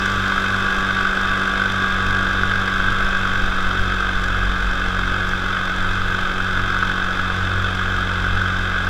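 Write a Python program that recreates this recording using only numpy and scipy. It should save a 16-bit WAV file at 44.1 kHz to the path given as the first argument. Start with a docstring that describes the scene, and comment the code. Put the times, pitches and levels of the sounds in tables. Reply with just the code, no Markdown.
"""Paramotor in cruise

A two-stroke engine fires once a turn and drives a propeller whose blades thrum, swish and slap.
The throttle eases a little halfway. A metre away, a camera's hard case resonates in the midrange,
colouring the rasp, swish and slaps, while the airstream buffets the microphone."""
import sys
import numpy as np
from scipy import signal
from scipy.fft import rfft, irfft, next_fast_len
from scipy.io import wavfile
from scipy.ndimage import map_coordinates

SR = 44100
rng = np.random.default_rng(int(sys.argv[2]) if len(sys.argv) > 2 else 0)


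def put_to_file(sound):
    """Save the sound as 16-bit audio at rate SR, in the file named by the first command-line argument."""
    columns = np.atleast_2d(sound).T  # one column per channel
    safe = np.clip(columns, -1, 1)
    whole_steps = np.round(safe * 32767)
    wavfile.write(sys.argv[1], SR, whole_steps.astype(np.int16))


N = 392049

# shaft rates; the throttle eases from 3 to 4.5 s and the belt creeps: t/s, firing f/Hz, blade-pass f/Hz
SHAFT_RATES = [(0.0, 96.92, 49.76), (0.7, 95.97, 49.3), (1.4, 96.04, 49.32), (2.1, 95.57, 48.99),
               (2.95, 95.18, 48.89), (4.55, 91.38, 46.4), (5.0, 92.33, 46.62), (6.1, 92.12, 46.84),
               (6.7, 92.43, 46.77), (7.6, 92.11, 46.72), (8.89, 91.33, 46.22)]


def amp(db):
    """Amplitude ratio of a level in decibels."""
    return 10 ** (np.asarray(db) / 20)


def unit(x):
    """Normalisation to rms 1."""
    return x / np.sqrt(np.mean(x ** 2) + 1e-20)


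def curves(rows):
    """Linear interpolation in time of each later column, one value a sample."""
    times, *columns = np.transpose(rows)
    return [np.interp(np.arange(N) / SR, times, column) for column in columns]


def wobble(knots_per_s):
    """Slow random modulation: a spline through Gaussian values."""
    at = np.linspace(0, N * knots_per_s / SR, N // 100)
    coarse = map_coordinates(rng.standard_normal(int(at[-1]) + 4), [at])
    return np.interp(np.linspace(0, at[-1], N), at, coarse)


def speed_level(layer, cruise_hz=96):
    """Radiation grows with engine speed: a layer's level in dB is linear in the firing rate."""
    # by layer: level at cruise/dB, slope/(dB/Hz)
    speed_laws = {"second order": (-31, 0.56), "upper orders": (1.35, 0.59), "rasp": (-34.5, 0.47),
                  "swish": (-22.5, 0.31), "tips": (-47.5, 1.0)}
    cruise_db, db_per_hz = speed_laws[layer]
    firing_hz, _ = curves(SHAFT_RATES)
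    return cruise_db + db_per_hz * (firing_hz - cruise_hz)


def order_tone(turns, order, level_db, waver_db):
    """A shaft order: a sinusoid at a whole multiple of the rate, its level wavering."""
    return np.sqrt(2) * amp(level_db + waver_db * wobble(12)) * np.cos(2 * np.pi * order * turns)


def pulses(turns, jitter_s, scatter_db):
    """A band-limited impulse train: one windowed sinc a turn, irregular in time and size."""
    at = np.interp(np.arange(1, int(turns[-1])), turns, np.arange(N))
    chance = rng.standard_normal((len(at), 2))
    at += jitter_s * SR * chance[:, 0]
    sizes = amp(scatter_db * chance[:, 1:])
    taps = at.astype(int)[:, None] + np.arange(-7, 9)
    offset = taps - at[:, None]
    shape = np.sinc(offset) * np.cos(np.pi * offset / 16) ** 2
    return np.bincount(np.clip(taps, 0, N - 1).ravel(), (shape * sizes).ravel(), N)


def response(hz, spectrum, resonances):
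    """Source and filter add in decibels: bell-shaped resonances on a broad spectrum."""
    knot_hz, knot_db = np.transpose(spectrum)
    peaks = sum(db * .5 ** ((2 * (hz - centre) / width) ** 2) for centre, width, db in resonances)
    return np.interp(np.log(hz + 1), np.log(knot_hz), knot_db) + peaks


def through_case(x, spectrum):
    """A minimum-phase filter imposes a source's spectrum and the resonances of the case."""
    # resonances and antiresonances: f/Hz, width/Hz, gain/dB
    case_modes = [(1161, 186, 7), (1294, 146, 12.5), (1488.3, 192, 16.5), (1656.6, 211, 10.5),
                  (1940, 280, -3.5), (2047, 260, 3.5), (2330, 140, -5), (2584, 160, 4.5),
                  (2840, 117, -16.5), (3200, 150, 5.5), (3544, 450, 8), (4420, 120, -10), (4850, 720, 4.5),
                  (6640, 320, -6), (6770, 150, 4.5), (10900, 1000, 4.5), (13800, 700, 5)]
    m = 2 * next_fast_len(N // 2 + 4096)
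    gain_db = response(np.fft.rfftfreq(m, 1 / SR), spectrum, case_modes)
    cepstrum = irfft(np.log(amp(gain_db)), m)
    cepstrum[1:m // 2] *= 2  # folding the cepstrum makes the filter causal
    cepstrum[m // 2 + 1:] = 0
    return irfft(rfft(x, m) * np.exp(rfft(cepstrum)), m)[:N]


def exhaust_drone(turns):
    """Periodic outflow of gas radiates at the firing rate and its octave."""
    # first order: t/s, level/dB
    drone_levels = [(0, -31.5), (1.4, -38.5), (2.3, -28), (3.0, -33.5), (7.1, -32), (7.5, -26.5),
                    (8.89, -26.5)]
    first_db, = curves(drone_levels)
    first = order_tone(turns, 1, first_db, waver_db=1.23)
    return first + order_tone(turns, 2, speed_level("second order"), waver_db=0.4)


def tuned_pipe(turns):
    """Resonance: an upper order sings as the engine speed slides it through a mode of the pipe."""
    # exhaust spectrum ahead of the pipe: f/Hz, relative level/dB
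    exhaust_spectrum = [(280, -45), (380, -43), (475, -46), (555, -51.5), (720, -48), (1000, -53),
                        (1060, -42), (1700, -42), (1850, -59), (3700, -61)]
    # pipe resonances: f/Hz, width/Hz, gain/dB
    pipe_modes = [(1154, 63, 9.5), (1461, 63, 9), (1621.5, 64, 11), (1996, 194, 13), (2146, 76, 1),
                  (2400, 80, 7.5), (2603, 45, 15), (3645, 170, 15.5)]
    firing_hz, _ = curves(SHAFT_RATES)
    speeds = np.linspace(firing_hz.min(), firing_hz.max(), 40)
    load_db = speed_level("upper orders")
    crank = turns + 0.0025 * wobble(25)  # uneven burning shakes the crank, blurring the high orders
    song = np.zeros(N)
    for order in range(3, 40):
        pipe_db = np.interp(firing_hz, speeds, response(order * speeds, exhaust_spectrum, pipe_modes))
        song += order_tone(crank + rng.random(), order, load_db + pipe_db, waver_db=2.0)
    return song


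def firing_rasp(turns):
    """Impulsive excitation: the port cracks open; piston and intake answer later in the turn."""
    # spectrum of a blow: f/Hz, relative level/dB
    blow_spectrum = [(150, -23), (500, -20), (1000, -9), (1500, -2.5), (2100, 6.5), (3400, 4.5),
                     (5000, -11), (8000, -17.5), (15000, -43)]
    blows = pulses(turns, jitter_s=.00005, scatter_db=1.0)
    blows += .5 * pulses(turns - .21, jitter_s=.0001, scatter_db=0.0)
    blows += .73 * pulses(turns - .62, jitter_s=.00015, scatter_db=2.0)
    return amp(speed_level("rasp")) * unit(through_case(blows, blow_spectrum))


def blade_thrum(passes):
    """Each blade sends a pressure dip, whose second harmonic beats against the firing rate."""
    # fundamental: t/s, relative level/dB
    thrum_levels = [(0, -31), (1.7, -35), (2.1, -29), (2.9, -33.5), (4.0, -26), (4.9, -25.5), (5.6, -36),
                    (7.6, -31), (8.0, -29), (8.89, -31)]
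    # upper harmonics: multiple of the blade rate, level/dB
    harmonics = [(2, -39), (3, -46.5), (4, -57), (5, -52), (6, -53.5), (7, -47), (9, -54), (11, -51),
                 (12, -57), (14, -68)]
    thrum_db, = curves(thrum_levels)
    upper = sum(order_tone(passes, order, db, waver_db=2.0) for order, db in harmonics)
    return -order_tone(passes, 1, thrum_db - .7, waver_db=2.0) - upper


def blade_noise(passes, rise, fall, steady, scatter_db):
    """Amplitude modulation: noise swells and fades at each blade; rise and fall are in passes."""
    nearest = np.round(passes).astype(int)
    size = amp(scatter_db * rng.standard_normal(1000))[nearest]
    angle = passes - nearest
    swell = np.exp(-.5 * (angle / np.where(angle < 0, rise, fall)) ** 2)
    return rng.standard_normal(N) * np.hypot(steady, size * swell)


def propeller_turbulence(passes):
    """Turbulence radiates broadband noise: the blades swish, the wake hisses, the fast tips chuff."""
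    # source spectra: f/Hz, relative level/dB
    swish_spectrum = [(40, -12), (120, -1.5), (400, -0.5), (900, -1), (1500, -1), (2300, -2), (3500, -5.5),
                      (4500, -16.5), (7000, -30.5), (15000, -56)]
    wake_spectrum = [(2000, -14), (4000, -1), (5000, -2), (6000, 2), (7500, -3.5), (10000, -18.5),
                     (12500, -17.5), (15000, -20)]
    tip_spectrum = [(2500, -11.5), (4000, -16), (5400, 4.5), (6500, -8), (8000, -12), (9200, -9),
                    (10500, -20.5), (15000, -27)]
    # hiss of the wake: t/s, level/dB
    wake_levels = [(0, -41), (1.0, -43.7), (2.6, -45), (3.2, -44.5), (4.3, -45.7), (8.89, -46)]
    wake_db, = curves(wake_levels)
    swish = blade_noise(passes, rise=.14, fall=.12, steady=.7, scatter_db=2.0)
    wake = blade_noise(passes, rise=.18, fall=.13, steady=1.25, scatter_db=4.0)
    tips = blade_noise(passes, rise=.082, fall=.12, steady=.07, scatter_db=2.0)
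    return (amp(speed_level("swish")) * unit(through_case(swish, swish_spectrum))
            + amp(wake_db) * unit(through_case(wake, wake_spectrum))
            + amp(speed_level("tips")) * unit(through_case(tips, tip_spectrum)))


def wind_buffet():
    """Eddies in the airstream press on the microphone as low-frequency pressure fluctuations."""
    # wind strength: t/s, relative level/dB
    gusts = [(0, -33), (1.0, -30.5), (1.9, -30.5), (3.3, -23.5), (4.4, -28), (6.0, -26), (7.2, -29.5),
             (8.89, -31.5)]
    # pressure spectrum: f/Hz, relative level/dB
    buffet_spectrum = [(5, -3), (14, 4.5), (30, -1), (45, -9.5), (70, -19.5), (150, -25.5), (400, -66.5)]
    gust_db, = curves(gusts)
    eddies = amp(2.6 * wobble(18))
    rumble = through_case(rng.standard_normal(N), buffet_spectrum)
    return amp(gust_db + 1.5) * unit(eddies * rumble)


def blade_slaps(passes, hard_db, light_db):
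    """Blade-vortex interaction: sharp pushes ring the case, lightly once a turn, now and then hard."""
    # hard slaps: t/s, peak level/dB relative to hard_db
    hard_slaps = [(0.379, -4), (1.052, -8), (1.1325, -6.5), (1.2511, -8), (1.6188, -6.5), (2.311, -9),
                  (2.4343, -5), (3.254, -4.5), (3.712, -7), (4.475, -10), (4.992, -7), (5.9554, -12),
                  (6.593, -8), (6.766, -6.5), (6.8267, -5), (6.8322, -7), (6.9173, -8)]
    # spectrum of a slap: f/Hz, relative level/dB
    slap_spectrum = [(200, -8), (700, -12), (1350, 1), (1700, -5.5), (2300, -14.5), (3500, -30),
                     (6000, -32), (15000, -55)]
    propeller_turns = (passes + .1) / 2  # two blades
    pushes = amp(light_db) * pulses(propeller_turns, jitter_s=0.001453, scatter_db=2.0)
    for time_s, db in hard_slaps:
        pushes[round(time_s * SR)] += amp(db + hard_db)
    impulse_peak = np.abs(through_case(signal.unit_impulse(N), slap_spectrum)).max()
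    return through_case(pushes, slap_spectrum) / impulse_peak


def scene():
    """Superposition of engine, propeller and wind; each shaft's phase is the integral of its rate."""
    turns, passes = np.cumsum(curves(SHAFT_RATES), axis=1) / SR
    crank = turns + .15
    engine = exhaust_drone(crank) + tuned_pipe(crank) + firing_rasp(crank)
    propeller = blade_thrum(passes + .1) + propeller_turbulence(passes)
    slaps = blade_slaps(passes, hard_db=-2.2, light_db=-18.5)
    return (engine + propeller + slaps + wind_buffet())[None]


def record(dry):
    """An ideal low-pass filter: the camera passes nothing above its band limit."""
    limit_hz = 15200
    m = next_fast_len(N + SR // 2)
    passband = np.fft.rfftfreq(m, 1 / SR) < limit_hz
    return irfft(rfft(dry, m) * passband, m)[..., :N]


dry = scene()
out = record(dry)
put_to_file(out)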